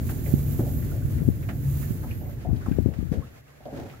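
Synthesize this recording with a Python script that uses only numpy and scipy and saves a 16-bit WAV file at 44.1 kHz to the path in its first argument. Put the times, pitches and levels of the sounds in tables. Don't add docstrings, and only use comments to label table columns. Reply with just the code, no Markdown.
import sys
import numpy as np
from scipy import signal
from scipy.fft import rfft, irfft
from scipy.io import wavfile
from scipy.ndimage import uniform_filter1d

SR = 44100
rng = np.random.default_rng(int(sys.argv[2]) if len(sys.argv) > 2 else 0)


def inscribe(sig):
    pcm = np.round(np.clip(np.atleast_2d(sig).T, -1, 1) * 32767)
    wavfile.write(sys.argv[1], SR, pcm.astype(np.int16))


N = 176400
T = np.arange(N) / SR


def undb(db):
    return 10 ** (np.asarray(db) / 20)


def unit(x):
    return x / np.sqrt(np.mean(x ** 2))


def curve(rows):
    return undb(np.interp(T, *np.array(rows).T))


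def pan(db):
    return unit(undb(np.array([[db], [-db]]) / 2))


def shape(x, points):
    hz, db = np.array(points).T
    f = np.fft.rfftfreq(N, 1 / SR) + 1
    return irfft(rfft(x) * undb(np.interp(np.log(f), np.log(hz), db)), N)


def colour(x, points):
    return unit(shape(x, points))


def pair(likeness=0):
    mid, side = rng.standard_normal((2, N))
    return mid * np.sqrt((1 + likeness) / 2) + side * np.sqrt((1 - likeness) / 2) * np.array([[1], [-1]])


def cut(x, hz, kind, order=2):
    return signal.sosfilt(signal.butter(order, hz, kind, fs=SR, output="sos"), x)


def ring(x, hz, width):
    b, a = signal.iirpeak(hz, hz / width, fs=SR)
    return signal.lfilter(b, a, signal.lfilter(b, a, x))


def walk(per_s):
    k = int(SR / per_s)
    steps = np.repeat(rng.standard_normal(N // k + 1), k)
    return unit(uniform_filter1d(uniform_filter1d(steps, k), k)[:N])


def swells(rows):
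    return sum(undb(db) * np.exp(-((T - s) / half) ** 2 / 2) for s, half, db in rows)


def burst(rise, decay):
    t = T[:N // 8]
    envelope = (1 - np.exp(-t / rise)) * np.exp(-t / decay)
    return envelope / envelope.max()


def swing(s, hz, decay_radians=1.76):
    phase = 2 * np.pi * hz * (T - s)
    x = np.sin(phase) * np.exp(-np.minimum(np.hypot(phase, 1) / decay_radians, 20))
    return x / abs(x).max()


def add(out, s, x):
    i = int(np.clip(s * SR, 0, N - 1))
    out[..., i:i + x.shape[-1]] += x[..., :N - i]


def bubble(hz, decay_cycles=11.5, glide_per_s=3.4):
    t = T[:N // 40]
    wobble = unit(cut(rng.standard_normal(len(t)), 210, "low"))
    pitch = hz * (1 + glide_per_s * t + 0.034 * wobble)
    return burst(0.0012, decay_cycles / hz)[:len(t)] * np.sin(2 * np.pi * np.cumsum(pitch) / SR)


def lapping(bubbles_per_s=230, bubble_hz=1398):
    # frequency in Hz, relative level in dB.
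    lake = [(60, -12), (250, -2), (600, 3.5), (1000, -8), (1700, -2), (2300, -7.5), (3200, -12.5),
            (5500, -16.5), (7000, -15.5), (8500, -22.5), (13000, -15), (15700, -25.5)]
    # start in seconds, peak in dB, starting pitch in Hz.
    plops = [(0.916, -46.5, 1385), (1.02, -49.5, 1480), (2.722, -44.5, 1560), (3.222, -45.5, 1066),
             (3.234, -49, 1240), (3.937, -48.5, 1260)]
    in_reeds = np.interp(T, [2, 3.3], [1, 0])
    out = colour(pair(likeness=-0.34), lake) * undb(-56 + 3.5 * in_reeds + 1.8 * walk(27))
    for when, faintness, pitch, side in rng.random((int(bubbles_per_s * N / SR), 4)):
        db = -69.5 - 3.5 * np.log(max(faintness, .05))
        hz = bubble_hz * 2 ** (2 * pitch - 1)
        add(out, when * N / SR, undb(db) * bubble(hz) * pan(20 * (side - .5)))
    for s, db, hz in plops:
        add(out, s, undb(db) * bubble(hz))
    return out


def spray(scatter=0.57, flutter_db=2):
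    # start in seconds, level in dB, rise and decay in seconds before squaring.
    splashes = [(2.58, -53.5, 0.15, 0.28), (3.11, -43.5, 0.051, 0.033), (3.679, -48.5, 0.3, 0.15)]
    # frequency in Hz, relative level in dB.
    patter = [(400, 9), (900, 3), (1700, 4), (3000, -4.5), (5000, -8), (7000, -9.5), (9000, -16),
              (13000, -12.5), (15700, -15)]
    flow = np.zeros(N)
    for s, db, rise, decay in splashes:
        add(flow, s, undb(db) * burst(rise, decay) ** 2)
    drops = pair() * np.exp(scatter * pair(likeness=1)) * undb(flutter_db * walk(160))
    return colour(drops, patter) * flow


def wind(wake_db=-12.5):
    # centre in seconds, peak in dB, pitch in Hz, port (0 left, 1 right).
    eddies = [(.340, -2.5, 191, 1), (0.349, -14, 131, 1), (1.053, -12.5, 88, 1), (1.219, -14, 204, 0),
              (1.28, -8, 123, 0), (1.288, -4, 205, 0), (1.908, -14, 151, 1), (2.492, -14, 149, 0),
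              (2.507, -14, 105, 0), (2.532, -14, 188, 0), (2.686, -11.5, 196, 0), (2.715, -9.5, 190, 0),
              (2.787, -8, 335, 0), (2.792, -12, 141, 0), (2.802, -13, 109, 0), (2.861, -6, 244, 0),
              (2.87, -12.5, 121, 0), (2.877, -20, 210, 0), (2.888, -13, 195, 0), (2.99, -14, 160, 0),
              (3.028, -18.5, 238, 0), (3.119, -9.5, 170, 0), (3.193, -20, 144, 0)]
    # peak time and half length in seconds, level in dB.
    gusts = [(1.22, 0.058, -22), (2.52, 0.04, -20), (2.78, 0.08, -23.5), (3.04, 0.063, -26.5),
             (3.18, 0.022, -22.5)]
    # frequency in Hz, relative level in dB.
    turbulence = [(20, -34), (60, 4), (125, -1.5), (250, -11), (450, -27.5), (900, -40), (2000, -97)]
    out, churn = np.zeros((2, N)), colour(pair(), turbulence)
    for s, db, hz, port in eddies:
        wake = np.zeros(N)
        add(wake, s, burst(rise=0.0019, decay=0.0086))
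        out[port] += undb(db) * (swing(s, hz) + undb(wake_db) * wake * churn[port])
    out[0] += churn[0] * swells(gusts)
    return cut(out, 850, "low")


def slaps(likeness=0.57, hollow_db=1.5):
    # start in seconds, level in dB, rise and decay in seconds, pocket pitch in Hz.
    wavelets = [(0.092, -41.5, .003, 0.028, 810), (0.258, -38, .002, 0.11, 462),
                (0.589, -29, 0.0012, 0.036, 473), (.645, -41.5, 0.021, 0.045, 610),
                (.91, -43.5, 0.017, 0.071, 570), (1.485, -36.5, 0.0016, .03, 700),
                (2.03, -41, 0.0027, .04, 855), (2.195, -43.5, 0.052, 0.049, 640),
                (2.446, -35, 0.0016, 0.048, 684), (2.658, -38, 0.0017, 0.026, 750),
                (2.875, -43, 0.011, 0.061, 550), (3.114, -34.5, 0.0056, 0.054, 470),
                (3.602, -49, .002, 0.031, 746), (3.653, -35, 0.0014, 0.055, 663),
                (3.725, -37.5, 0.0022, 0.11, 270), (3.765, -41, .03, 0.064, 735)]
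    # frequency and half width in Hz, relative gain in dB.
    hollow_modes = [(132, 24, 6.5), (240, 24, 5), (353, 38, 3.5), (426, 27, 1.5), (564, 43, 2),
                    (719, 79, -8)]
    # centre in seconds, peak in dB, pitch in Hz.
    bumps = [(0.596, -17, 298), (0.608, -17, 229), (1.503, -23, 172), (3.73, -25.5, 219)]
    out, water = np.zeros((2, N)), pair(likeness)
    hollow = unit(sum(undb(db) * ring(water, hz, 2 * half) for hz, half, db in hollow_modes))
    for s, db, rise, decay, hz in wavelets:
        envelope = burst(rise, decay)
        pocket = unit(ring(pair(likeness), hz, width=0.43 * hz))
        body = np.roll(pocket + undb(hollow_db) * hollow, -int(s * SR), axis=1)[:, :len(envelope)]
        add(out, s, undb(db) * unit(envelope * body) * np.sqrt(np.mean(envelope ** 2)))
    thuds = sum(undb(db) * swing(s, hz) for s, db, hz in bumps)
    return cut(out, 890, "low", order=6) + thuds


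def knocks(crack_db=-15):
    # start in seconds, level in dB, pitch and width in Hz,
    # decay in seconds, left over right in dB.
    strikes = [(0.091, -41, 1580, 1310, 0.018, 2), (0.26, -42.5, 2220, 550, 0.012, -4),
               (.590, -48, 1290, 900, 0.031, 2), (0.823, -49.5, 1660, 900, 0.018, -1),
               (1.18, -51.5, 1900, 900, 0.03, -3), (1.427, -48, 2050, 1200, 0.014, -2),
               (1.488, -36, 1650, 1300, 0.015, -4.5), (1.827, -45.5, 1700, 915, 0.013, -6),
               (2.032, -43.5, 1110, 600, 0.012, 3), (2.109, -43.5, 2540, 500, 0.012, -3),
               (2.562, -55, 3800, 3060, .008, -6), (2.608, -46.5, 1350, 800, .025, 2),
               (2.659, -39.5, 1074, 650, 0.014, -1), (2.716, -50.5, 2250, 1200, 0.014, -3),
               (2.937, -48, 1450, 2000, 0.0095, -1), (3.654, -57, 3300, 2000, 0.0088, -2),
               (3.897, -49, 2300, 1300, 0.016, -2)]
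    out = np.zeros((2, N))
    for s, db, hz, width, decay, pan_db in strikes:
        envelope = burst(0.00061, decay)
        scrape = rng.standard_normal((2, len(envelope)))
        wood = unit(ring(scrape, hz, width))
        crack = unit(cut(cut(scrape, 8100, "low"), 1050, "high"))
        add(out, s, undb(db) * envelope * (wood + undb(crack_db) * crack) * pan(pan_db))
    return out


def hull(flutter_db=0.5):
    # frequency in Hz, relative level in dB.
    body = [(20, -29), (45, -3), (70, 0.5), (120, 4), (185, -10), (245, -8), (330, -14.5), (450, -23),
            (700, -34), (1100, -65.5), (3000, -63)]
    # time in seconds, level in dB.
    rubbing = [(0, -26.5), (.3, -27.5), (.6, -25), (1.15, -28.5), (1.45, -29), (1.9, -30), (2.2, -31.5),
               (2.45, -35), (2.7, -31.5), (2.9, -46.5), (3.25, -42), (3.48, -57), (3.65, -53.5), (3.8, -40),
               (4, -49.5)]
    # frequency in Hz, relative level in dB, wander in Hz.
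    modes = [(70.1, -4.5, 0.67), (141.1, 2, 0.65)]
    # time in seconds, level in dB.
    drive = [(0, -53), (.28, -34), (.42, -26), (.6, -39.5), (.95, -38), (1.25, -39.5), (1.5, -45.5),
             (1.68, -27), (1.9, -37.5), (2.05, -67), (2.5, -61), (4, -59)]
    rumble = colour(pair(likeness=0.71), body) * curve(rubbing)
    drone = np.zeros(N)
    for hz, db, wander in modes:
        gain = undb(db - flutter_db * walk(11.64))
        pitch = hz + wander * walk(15)
        drone += gain * np.sin(2 * np.pi * np.cumsum(pitch) / SR)
    return rumble + np.sqrt(2) * drone * curve(drive)


def leaves(ticks_per_s=12000, scatter=0.11, flutter_db=1.15):
    # time in seconds, level in dB.
    brushing = [(0, -45), (.04, -45), (.07, -39.5), (.14, -41), (.22, -46.5), (.27, -41.5), (.55, -43.5),
                (.68, -43), (.79, -45.5), (.91, -42.5), (.98, -49.5), (1.27, -48.5), (1.52, -51),
                (1.7, -43.5), (1.83, -41), (2.02, -48.5), (2.23, -54.5), (2.4, -59.5), (2.66, -58),
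                (2.74, -55), (2.84, -57.5), (3.1, -59.5), (3.5, -71), (4, -65)]
    # frequency in Hz, relative level in dB.
    spectrum = [(1500, -8), (3000, -12.5), (5400, -13), (7100, -5.5), (8500, -12.5), (10500, -5),
                (13300, -0.5), (15700, 0.5)]
    # peak time and half length in seconds, level in dB, pitch in Hz.
    squeaks = [(.45, 0.22, -49, 13700), (.78, 0.046, -46, 13400), (1.273, 0.032, -56, 11600),
               (1.82, 0.24, -55, 13200), (2.15, 0.041, -54.5, 11700), (2.21, .04, -57, 13400),
               (2.28, 0.035, -55, 14100)]
    # frequency in Hz, gain in dB.
    shade = [(3000, -2.5), (7000, -6.5), (10000, -2.5), (14000, -10.5)]
    catches = rng.random((2, N)) < ticks_per_s / SR
    ticks = catches * pair() * np.exp(scatter * pair())
    hiss = colour(ticks, spectrum) * curve(brushing)
    for s, half, db, hz in squeaks:
        hiss += unit(ring(pair(), hz, width=1200)) * swells([(s, half, db)])
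    left, right = np.sqrt(2) * hiss * undb(flutter_db * walk(45.2))
    return np.array([shape(left, shade), right])


def scene():
    return leaves() + hull() + wind() + slaps() + knocks() + (lapping() + spray()) * pan(-1.5)


def record(dry, bass_hz=30, top_hz=15750):
    thin = cut(dry, bass_hz, "high")
    return signal.sosfilt(signal.ellip(12, .2, 80, top_hz, fs=SR, output="sos"), thin)


dry = scene()
out = record(dry)
inscribe(out)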